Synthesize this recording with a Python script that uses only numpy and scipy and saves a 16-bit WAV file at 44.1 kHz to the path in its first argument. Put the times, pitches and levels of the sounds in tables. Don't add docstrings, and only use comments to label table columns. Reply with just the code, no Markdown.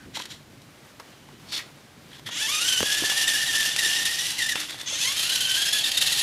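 import sys
import numpy as np
from scipy import signal
from scipy.fft import rfft, irfft
from scipy.io import wavfile
from scipy.ndimage import uniform_filter1d

SR = 44100
rng = np.random.default_rng(int(sys.argv[2]) if len(sys.argv) > 2 else 0)


def wav_record(signal):
    frames = np.transpose(np.atleast_2d(signal))
    bounded = np.clip(frames, -1, 1)
    quanta = np.round(bounded * 32767).astype(np.int16)
    wavfile.write(sys.argv[1], SR, quanta)


def makeup_ratio(level_db):
    decades = np.asarray(level_db, float) / 20
    return 10 ** decades


N = 274302

# time [s], tooth rate [Hz], loudness [dB], strain on the teeth [dB].
RUN_AWAY = [(2.31, 470, -47, 6), (2.345, 495, -39, 5), (2.38, 680, -34, 3), (2.405, 775, -31, 2),
            (2.428, 878, -30.5, 2), (2.468, 885, -30, 3), (2.49, 1115, -29, 2), (2.535, 1205, -29, 2),
            (2.588, 1225, -29, 2), (2.605, 1390, -29, 2), (2.685, 1515, -28.5, 4), (2.77, 1510, -28.5, 3),
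            (2.84, 1660, -28, 1), (3.19, 1790, -27, -1), (4.0, 1800, -27.5, 1), (4.36, 1978, -31.5, -1.5),
            (4.41, 1770, -28.5, 6), (4.7, 1772, -46, 5)]
RUN_BACK = [(4.861, 478, -50, 6), (4.874, 488, -40, 5), (4.908, 667, -36, 3), (4.94, 738, -34.5, 1),
            (4.95, 615, -34, -2), (4.968, 630, -33.5, 1), (5.01, 875, -32, 2), (5.032, 862, -31.5, 1),
            (5.05, 1020, -30.5, 0), (5.1, 1080, -30, 0), (5.14, 1185, -29, -1), (5.2, 1270, -27.5, -2),
            (5.3, 1440, -28, .5), (5.5, 1565, -29.5, 0), (5.7, 1645, -26.5, 2.5), (5.95, 1790, -28, 1),
            (6.22, 1862, -27, 0.5)]
# time [s], bite [dB], slack before [dB], squeal [dB], kick of speed [%].
BITES_AWAY = [(2.61, 2.5, -1, 3, 1.5), (2.682, 3, .5, 3, .5), (2.723, 3, .5, 1.5, -.5),
              (2.776, 1.5, .5, 4, -1.5), (2.853, 2, -2, 3, 1.5), (2.92, 2, -.5, 4, .5),
              (2.975, 1.5, -.5, 2, .5), (3.045, 1.5, -.5, 3, .5), (3.098, 3.5, -0.5, 5, -4),
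              (3.165, 2.5, -2, 2, .5), (3.214, 5, 1.5, 4, 2.5), (3.276, 7, -4, 10, .5),
              (3.333, 3, -0.5, 5, -4), (3.41, 1.5, -.5, 3, .5), (3.469, 2, -1.2, 8.5, 3),
              (3.524, .5, -1.5, 6, -4), (3.552, 3, -.5, 3, .5), (3.603, 4, 1, 3, -4),
              (3.653, 5, -.5, -6, -1.5), (3.762, .6, -6, .5, .5), (3.787, 6, -3, 10, 4),
              (3.848, 2.5, .5, 7.5, 1.5), (3.961, -1, -1.5, 12, 1.5), (4.051, 5, -4, 12, 2.5),
              (4.128, 2, -.5, 4, .5), (4.187, 4, -1.5, 5, 1.5), (4.255, 2.5, -.5, 6, 1.5),
              (4.3, 2.5, -.5, 3, .5), (4.381, 2.5, -4, 1.5, 11), (4.42, 3.5, .5, 4, -1.5),
              (4.443, 5, -.5, 1.5, -.5), (4.461, 4, -3, .5, .5), (4.488, 7, -4, 3, 9),
              (4.516, 7, -0.5, 6, -4.5), (4.553, 4, -2, 6, 1), (4.598, 12, 1, 1.5, 1),
              (4.628, 4, -.5, .5, .5)]
BITES_BACK = [(5.008, 2.5, -.5, 2, .5), (5.047, 3, 0.5, -1.5, -1.5), (5.074, 4, -1, 2, 1.5),
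              (5.166, 3, -2, .5, 3), (5.195, 3, -1, -6, -1.5), (5.224, 2, -2.5, .5, -1.5),
              (5.245, 2.2, .5, .5, 2), (5.293, 3.5, -3, 3.5, 1.5), (5.321, 1.5, -2, 3.5, 6),
              (5.352, 4, -.5, 2, .5), (5.405, 4, -2, 5.5, 1.5), (5.449, -1, -1, 8, .5),
              (5.495, 4, 0.5, 4, -1.5), (5.512, 2.5, -.5, 5, -1.5), (5.541, 3, -1.5, 5, -2.5),
              (5.574, 2.5, 1.5, 4, 1.5), (5.618, 2, -.5, 2, .5), (5.655, 2.5, -2, 3, -1.5),
              (5.68, 2.5, -.5, 2, .5), (5.727, 5, -6.5, 5, .5), (5.785, 3, -.5, 5, -1.5),
              (5.838, 3.5, -5, 10, 2.5), (5.862, 2.5, -1.5, .5, .5), (5.884, 5, -1, -3, .5),
              (5.913, -.5, -8, -3, 4), (5.936, 1.2, -.5, .5, .5), (5.971, 10, -3.5, 14, 1.5),
              (6.010, 7, -6, 9, 1.5), (6.064, 5, -.5, 8, 1.5), (6.121, 4, -1.5, 5, 1.5),
              (6.162, .6, -2, .5, .5), (6.19, 5, 2, 6, 3)]
# tooth rate [Hz], tooth tone [dB], octave [dB], higher multiples [dB].
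WHINE_AWAY = [(600, -40, -14, -6.5), (880, -25, -4, -6.5), (1150, -14, -3.5, -5.5), (1400, -13, -5.5, -7),
              (1520, -15, 3, -7), (1680, -7, -5, -12), (1800, -5, -9, -11), (1880, -9, -9, -12),
              (1980, -14, -7, -12)]
WHINE_BACK = [(600, -40, -16, -1.5), (880, -28, -8, -3), (1080, -13.5, -1.5, -4), (1150, -21, -10, -6),
              (1260, -24, -13, -11), (1440, -18, -2.5, -14), (1560, -10, .5, -16), (1700, -14, -3, -17),
              (1850, -17, -6, -17)]
# centre [Hz], width [Hz], level driving away [dB], level driving back [dB].
HOUSING = [(1800, 710, -2, -8), (3300, 570, 5.5, 5), (4110, 490, -3, 0), (5500, 400, -4, -6),
           (7500, 500, -6, -16), (6230, 600, -1.5, 3.5), (8850, 1400, -9, -8), (10500, 1900, -18, -6)]
# centre [Hz], width [Hz], level away [dB], level back [dB].
SHELL = [(2880, 150, 9, 0), (2740, 59, -21, 9), (3280, 670, 4.5, 6), (4700, 260, 1.5, -2),
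         (5330, 220, 5, -1.5), (5880, 420, 6, -17), (7550, 250, -2, -6), (3150, 120, -10, 4),
         (6600, 400, -12, 2), (8840, 250, -1, -10), (10400, 600, -1.5, -1.5), (4150, 500, -16, 3)]
# frequency [Hz], level [dB per Hz].
RATTLE = [(150, -14), (250, -14), (308, -9), (399, -15), (564, -10), (682, -12.5), (1230, -11), (1830, -2),
          (2180, -5.5), (2970, -2), (4130, -1), (5940, -4), (11500, -6.5), (14400, -17.5), (15700, -22.5)]
# time [s], pitch [Hz], peak [dB].
SQUEAKS = [(2.469, 3220, -29), (2.534, 3650, -27), (2.617, 6780, -30), (2.627, 3810, -28),
           (2.981, 6830, -32), (2.986, 3170, -30), (3.115, 2850, -27), (3.17, 3340, -27),
           (3.188, 2800, -28), (3.208, 3240, -27), (3.243, 2850, -25), (3.278, 7720, -28),
           (3.36, 2870, -28), (3.38, 2950, -28), (3.415, 3260, -27), (3.497, 3260, -27), (3.552, 3460, -28),
           (3.607, 3130, -29), (3.617, 6180, -31), (3.719, 3520, -27), (3.796, 5630, -30),
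           (3.899, 2870, -29), (3.993, 5940, -28), (4.195, 5840, -29), (4.2, 3500, -29), (5.106, 3450, -29),
           (5.166, 5350, -32), (5.176, 3190, -27), (5.178, 3800, -30), (5.198, 3140, -26),
           (5.325, 3890, -25), (5.348, 3910, -28), (5.37, 5610, -29), (5.448, 4180, -29),
           (5.498, 5600, -30), (5.625, 3080, -26), (5.687, 5220, -25), (5.807, 4450, -29),
           (5.857, 4960, -31), (5.917, 4690, -31), (5.959, 4270, -30), (6.091, 2700, -29),
           (6.198, 4610, -29)]
# time [s], level [dB], rise per 60 dB [s], hold [s], fall t60 [s].
SCUFFS = [
    [(0.0, -62.5, .01, .06, .05)],
    [(0.155, -35.5, .05, 0.018, 0.06), (.195, -38, .05, .004, .06), (.214, -39, .05, .006, .05),
     (.236, -46, .05, .004, .08), (0.256, -39, .02, .001, .05), (0.31, -43, .1, .012, 0.18)],
    [(0.999, -43, 0, 0.0037, .03)],
    [(1.498, -48, 0.15, .03, .05), (1.524, -34, 0.05, 0.057, .1)],
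    [(2.13, -50.5, .2, .06, .075), (2.265, -37, 0.03, .012, .15), (2.33, -37, 0.06, .001, .04)],
    [(4.61, -31.5, 0.33, .001, 0.35), (4.696, -32.5, 0.1, .001, .35), (4.804, -37.5, 0.25, .001, 0.34)],
    [(4.9, -46, .12, .22, .3)],
]
# frequency [Hz], level [dB].
SCUFF_RINGS = [
    [(1500, 19)],
    [(3900, 6), (3220, 6), (5660, 3), (7050, 2), (2050, 0.5)],
    [(1300, 10), (3800, -3)],
    [(3600, 7), (4400, 8), (5200, 3)],
    [(3300, 10), (1870, 5)],
    [(3500, 6), (1900, -3)],
    [(6250, 16), (3300, 10)],
]
# frequency [Hz], level [dB per Hz].
SCUFF = [(180, -41), (300, 2.5), (446, -14), (880, -9), (1220, -6), (1450, -3), (4170, -1.5),
         (10200, -10.5), (11600, -11), (15700, -28)]
# time [s], peak [dB], ring [Hz], t60 [s], crack [dB].
KNOCKS = [(0.17, -37, 890, 0.065, -8), (0.173, -40, 2000, .04, 0.5), (0.176, -40, 310, .08, -10),
          (0.2, -35, 990, 0.037, -8), (.2, -42, 300, .05, -10), (0.255, -40.5, 3200, 0.032, 5),
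          (0.618, -55, 3820, .03, -6), (0.998, -42, 1100, 0.064, 6), (1.0, -44, 520, .05, -8),
          (1.288, -46, 880, 0.036, 1), (1.59, -37, 1940, 0.14, -22), (2.195, -41, 990, 0.011, 9),
          (2.266, -44, 3300, 0.04, -4), (2.29, -36.5, 980, 0.042, 0),
          (2.8057, -27, 236.4, 0.06, 16), (2.8065, -33, 110, .09, -20), (2.8295, -16, 520, 0.012, 3.5),
               (2.832, -30, 200, .06, -20), (3.021, -24, 300.3, 0.034, -15), (3.037, -21, 400, 0.029, -2),
               (3.098, -26, 2940, 0.024, 1), (3.12, -31.5, 1490, .05, 8), (3.54, -37.5, 792, 0.058, -9),
               (3.763, -19.5, 3470, 0.01, -6), (3.859, -35.5, 352.5, 0.052, -10),
               (4.556, -32, 595, 0.035, 8), (4.556, -30, 2700, 0.045, -1), (4.562, -33, 950, .03, -10),
               (4.577, -34, 1900, .03, -15), (4.744, -36.5, 814, 0.013, -5), (4.814, -36, 5500, .015, 0),
               (4.833, -38, 3300, 0.01, 7.5), (4.908, -47, 870, 0.17, -8), (4.925, -44, 560, .16, -15)]
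# lag [s], level [dB].
ECHOES = [(.0011, -26), (.017, -15), (.031, -16.5), (.052, -21), (.083, -21.5)]
# frequency [Hz], level [dB per Hz].
AIR = [(15, -41), (25, -28), (144, -5), (169, -9.5), (290, -10.5), (447, -16), (554, -15), (976, -19),
       (2130, -20.5), (2310, -20), (2570, -22.5), (3750, -23), (15700, -36.5)]
# time [s], level [dB].
AIR_LEVEL = [(0, -45.5), (.4, -50), (1.05, -51.5), (2.0, -47.5), (2.5, -50.5), (4, -48), (4.6, -49),
             (4.8, -53), (5.1, -50), (6.22, -50.5)]
# time [s], level [dB].
INSECTS = [(1.0, -80), (1.08, -60), (1.4, -63), (1.5, -60.5), (1.7, -80)]
# frequency [Hz], threshold [spreads].
KEPT_BELOW = [(5000, 4.0), (8000, 2.6), (11500, 2.1), (13000, 1.2), (14500, 1.1), (15800, .7)]

PINION_TEETH = 12
LAYSHAFT_RATIO, LAYSHAFT_DB = .44, -24
POWER_OFF_S, COAST_T60_S = 4.545, .12
KICK_S, WANDER_SHARE, WANDERS_PER_S = .04, .012, 18.03
SMALL_BITES_PER_S, SMALL_BITE_DB = 26, .9
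BITE_RISE_S, GAP_S, GAP_SHARE = .009, .006, .35
SLIP_S, SAG_HZ, SAG_DB, SAG_FROM_HZ = .045, 42, 6, 1100
TREBLE_FROM_HZ, TREBLE_FOLLOWS, TREBLE_DB = 5500, 1.3, (-.9, .4)
TREBLE_FULL_HZ, TREBLE_SLOW_DB = 950, -16
SQUEAK_S, SQUEAK_FALL_PER_S = .009, 1.5
LEAF_HISS_DB = -50.5


def rms_one(x):
    return x / np.sqrt(np.mean(x ** 2) + 1e-20)


def in_time(rows):
    s, *columns = np.transpose(rows)
    return [np.interp(np.arange(N) / SR, s, c) for c in columns]


def sounding(rows):
    t = np.arange(N) / SR
    return np.clip(np.minimum(t - rows[0][0], rows[-1][0] - t) / 0.0052 + 1, 0, 1)


def drift(rate_hz):
    r = np.exp(-32 * np.pi * rate_hz / SR)
    noise = rng.standard_normal(N // 16 + 2002)
    slow = signal.lfilter([1], [1, -2 * r, r * r], noise)[2000:]
    return np.interp(np.arange(N) / 16, np.arange(len(slow)), rms_one(slow))


def coloured(x, spectrum):
    hz, db = np.transpose(spectrum)
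    grid_hz = np.maximum(np.fft.rfftfreq(N, 1 / SR), 1)
    gain = makeup_ratio(np.interp(np.log(grid_hz), np.log(hz), db))
    return rms_one(irfft(rfft(x) * gain, N))


def resonance(x, hz, width_hz):
    r = np.exp(-np.pi * width_hz / SR)
    zeros = np.array([1, 0, -1]) * (1 - r * r) / 2
    return signal.lfilter(zeros, [1, -2 * r * np.cos(2 * np.pi * hz / SR), r * r], x)


def grit(per_s, spread_db):
    sizes = makeup_ratio(spread_db * np.minimum(rng.exponential(1, N), 5)) * rng.choice([-1, 1], N)
    return sizes * (rng.random(N) < per_s / SR)


def gearbox(run, bites, whine, side):
    speed_hz, rattle_db, strain_db = in_time(run)
    since_off_s = np.arange(N) / SR - POWER_OFF_S
    coast_db = -60 * np.clip(since_off_s, 0, None) / COAST_T60_S * (run[0][0] < POWER_OFF_S)
    drive_db = rattle_db + coast_db
    rates_hz, *shares_db = np.transpose(whine)
    first_db, second_db, upper_db = [drive_db + np.interp(speed_hz, rates_hz, share) for share in shares_db]
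    sag = slips(bites, run)
    first_db = first_db + strain_db
    second_db = second_db + strain_db / 2 - SAG_DB * np.maximum(sag, 0) ** 2
    upper_db = upper_db + strain_db

    gain, squeal, jolt = backlash(bites)
    sag_hz = SAG_HZ * sag * np.clip(speed_hz / SAG_FROM_HZ - 1, 0, .5) * 2
    tooth_hz = (speed_hz * jolt - sag_hz) * (1 + .006 * drift(60))
    turn = 2 * np.pi * np.cumsum(tooth_hz) / SR / PINION_TEETH
    phase = PINION_TEETH * turn + .1 * np.sin(turn)
    wobble = 1 + 0.23 * np.sin(turn + 2.25 * drift(25.6))

    first = makeup_ratio(first_db + 3.5 + 2.6 * drift(60)) * np.minimum(gain, 1) * np.sin(phase)
    flicker = makeup_ratio(2.0 * drift(50))
    octave = np.sin(2 * phase) + makeup_ratio(-22) * np.sin(3 * phase)
    octave = makeup_ratio(second_db - 0.55) * flicker * squeal * np.sqrt(gain) * octave
    patches = [drift(37), drift(41), drift(40)]
    upper = makeup_ratio(upper_db - 1.5) * squeal ** .7 * high_multiples(run, tooth_hz, phase, patches, side)
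    rattle = makeup_ratio(rattle_db - 2.5) * loose_plastic(speed_hz, phase, gain, side)
    layshaft = makeup_ratio(drive_db + LAYSHAFT_DB) * np.clip(speed_hz / 1200 - 1, 0, .5) * 2
    layshaft = layshaft * makeup_ratio(1.5 * patches[0]) * np.sin(LAYSHAFT_RATIO * phase + 1.5 * patches[1])
    return sounding(run) * (layshaft + wobble * octave + gain * wobble * (first + upper) + rattle)


def backlash(bites):
    t, squeal_db = np.arange(N) / SR, np.zeros(N)
    jolt = WANDER_SHARE * drift(WANDERS_PER_S)
    gain_db = SMALL_BITE_DB * drift(SMALL_BITES_PER_S)
    for s, bite_db, slack_db, octave_db, kick_pct in bites:
        near = slice(int((s - .08) * SR), int((s + .15) * SR))
        since = t[near] - s
        onset = np.clip(since / BITE_RISE_S + .5, 0, 1)
        before, after = np.minimum(since, 0), np.maximum(since, 0)
        gain_db[near] += bite_db * onset * np.exp(-(after / 0.019) ** 2)
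        slack = np.exp(before / 0.027) + GAP_SHARE * np.exp(before / GAP_S)
        gain_db[near] += 1.47 * slack_db * (1 - onset) * slack
        squeal_db[near] += (octave_db + 1.5) * onset * np.exp(-(after / 0.016) ** 4)
        swing = np.clip(.005 * (bite_db + octave_db / 2), .012, .055)
        jolt[near] += swing * onset * (1 - after / .009) * np.exp(-(after / .02) ** 4)
        jolt[near] += .01 * kick_pct * onset * np.exp(-(after / KICK_S) ** 2)
    return makeup_ratio(gain_db), makeup_ratio(squeal_db), 1 + jolt


def slips(bites, run):
    marks_s = np.concatenate([[run[0][0]], np.array(bites)[:, 0], [run[-1][0] + SLIP_S]])
    counts = np.cumsum(np.maximum(np.round(np.diff(marks_s) / SLIP_S), 1))
    return 2 * (np.interp(np.arange(N) / SR, marks_s, np.append(0, counts)) % 1) - 1


def high_multiples(run, tooth_hz, phase, patches, side):
    blur = .035 * drift(250) * (.1 + tooth_hz / 2000)
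    on = slice(int((run[0][0] - .02) * SR), int((run[-1][0] + .02) * SR))
    tones = np.full(N, 1e-18)
    tones[on] = 0
    for k in range(3, 16):
        below_top = np.clip(16000 / (k * tooth_hz[on]) - 1, 0, 1)
        tone = np.sin(k * (phase + blur)[on] + np.sqrt(2) * k * k)
        tones[on] += makeup_ratio(2.8 * patches[k % 3][on]) * tone * below_top
    return sum(makeup_ratio(row[side]) * resonance(tones, *row[:2]) * (-1) ** k for k, row in enumerate(HOUSING))


def loose_plastic(speed_hz, phase, gain, side):
    contacts = grit(25000, spread_db=1.8) * (1 + 0.51 * np.cos(phase))
    contacts = contacts * makeup_ratio(0.8 * drift(45) + 0.7 * drift(115))
    rattle = coloured(contacts, RATTLE)
    rattle = rattle + sum(makeup_ratio(row[side] - 4.5 + 2.4 * drift(38)) * resonance(rattle, *row[:2]) for row in SHELL)
    treble = signal.sosfilt(signal.butter(1, TREBLE_FROM_HZ, "high", fs=SR, output="sos"), rattle)
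    slow_db = TREBLE_SLOW_DB * np.clip(1 - speed_hz / TREBLE_FULL_HZ, 0, 1)
    bright = makeup_ratio(TREBLE_DB[side - 2] + slow_db) * gain ** TREBLE_FOLLOWS * treble
    return gain ** 0.69 * (rattle - treble) + bright


def squeaks():
    out, t = np.zeros(N + SR), np.arange(-SR // 25, SR // 25) / SR
    for s, hz, peak_db in SQUEAKS:
        at = round(s * SR) - len(t) // 2
        whistle = np.sin(2 * np.pi * hz * t * (1 - SQUEAK_FALL_PER_S * t / 2))
        out[at:at + len(t)] += makeup_ratio(peak_db) * np.exp(-(t / SQUEAK_S) ** 2) * whistle
    return out[:N]


def scuffs():
    rough = coloured(grit(12000, spread_db=1.0) * makeup_ratio(1.8 * drift(90)), SCUFF)
    out, t = np.zeros(N), np.arange(N) / SR
    for rows, rings in zip(SCUFFS, SCUFF_RINGS):
        rung = rough + sum(makeup_ratio(db) * resonance(rough, hz, 360) for hz, db in rings)
        shapes_db = []
        for s, db, rise_s, hold_s, fall_s in rows:
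            away = np.maximum((s - t) / rise_s, (t - s - hold_s) / fall_s)
            shapes_db.append(db - 60 * np.maximum(0, away))
        out += makeup_ratio(np.max(shapes_db, axis=0) - 1.5) * rung
    return out


def knocks():
    out, t = np.zeros(N), np.arange(SR // 8) / SR
    for s, peak_db, hz, t60_s, crack_db in KNOCKS:
        ring = -np.sin(2 * np.pi * hz * t) + 5.9 * resonance(rng.standard_normal(len(t)), hz, 0.62 * hz)
        crack = rng.standard_normal(len(t)) * makeup_ratio(-60 * t / 0.018)
        crack[:9] -= 2.1
        crack = signal.lfilter([.45], [1, -.55], crack)
        at = round(s * SR)
        out[at:at + len(t)] += makeup_ratio(peak_db) * (ring * makeup_ratio(-60 * t / t60_s) + makeup_ratio(crack_db - 5.5) * crack)
    return signal.sosfilt(signal.butter(2, 85, "high", fs=SR, output="sos"), out)


def yard(x):
    dull, out = signal.lfilter([.6], [1, -.4], x), x.copy()
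    for lag_s, db in ECHOES:
        lag = int(lag_s * SR)
        out[lag:] += makeup_ratio(db) * dull[:-lag]
    return out


def air():
    rumble_db, = in_time(AIR_LEVEL)
    insects_db, = in_time(INSECTS)
    noise = coloured(rng.standard_normal(N), AIR)
    low = signal.sosfilt(signal.butter(2, 450, fs=SR, output="sos"), noise)
    buzz = rng.standard_normal(N) * (1 + 0.31 * np.sin(2 * np.pi * 40 * np.arange(N) / SR))
    buzz = rms_one(resonance(buzz, 3000, 250) + makeup_ratio(-13) * resonance(buzz, 5800, 500))
    hiss = makeup_ratio(LEAF_HISS_DB + 1.0 * drift(6.2)) * (noise - low)
    return makeup_ratio(rumble_db + 2.5 * drift(9.8)) * low + hiss + makeup_ratio(insects_db) * buzz


def scene():
    away, back = 2, 3
    truck = gearbox(RUN_AWAY, BITES_AWAY, WHINE_AWAY, away)
    truck = truck + gearbox(RUN_BACK, BITES_BACK, WHINE_BACK, back)
    truck = truck + scuffs() + squeaks()
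    blows = knocks()
    return (yard(truck + .4 * blows) + .6 * blows + air())[None]


def dropouts(x):
    hz, t, frames = signal.stft(x, SR, nperseg=1024)
    chance = uniform_filter1d(rng.standard_normal((len(hz) // 7 + 1, len(t))), size=3, axis=1)
    chance = np.repeat(chance * np.sqrt(3), 7, axis=0)[:len(hz)]
    kept = chance < np.interp(hz, *np.transpose(KEPT_BELOW))[:, None]
    return signal.istft(frames * kept, SR, nperseg=1024)[1][..., :N]


def low_pass(x):
    return signal.sosfilt(signal.butter(12, 15810, fs=SR, output="sos"), x)


def record(dry):
    rounded = 0.55 * np.tanh(dry / 0.54)
    cut = signal.sosfilt(signal.cheby2(12, 60, 16400, fs=SR, output="sos"), rounded)
    thinned = dropouts(cut)
    return low_pass(thinned)


dry = scene()
out = record(dry)
wav_record(out)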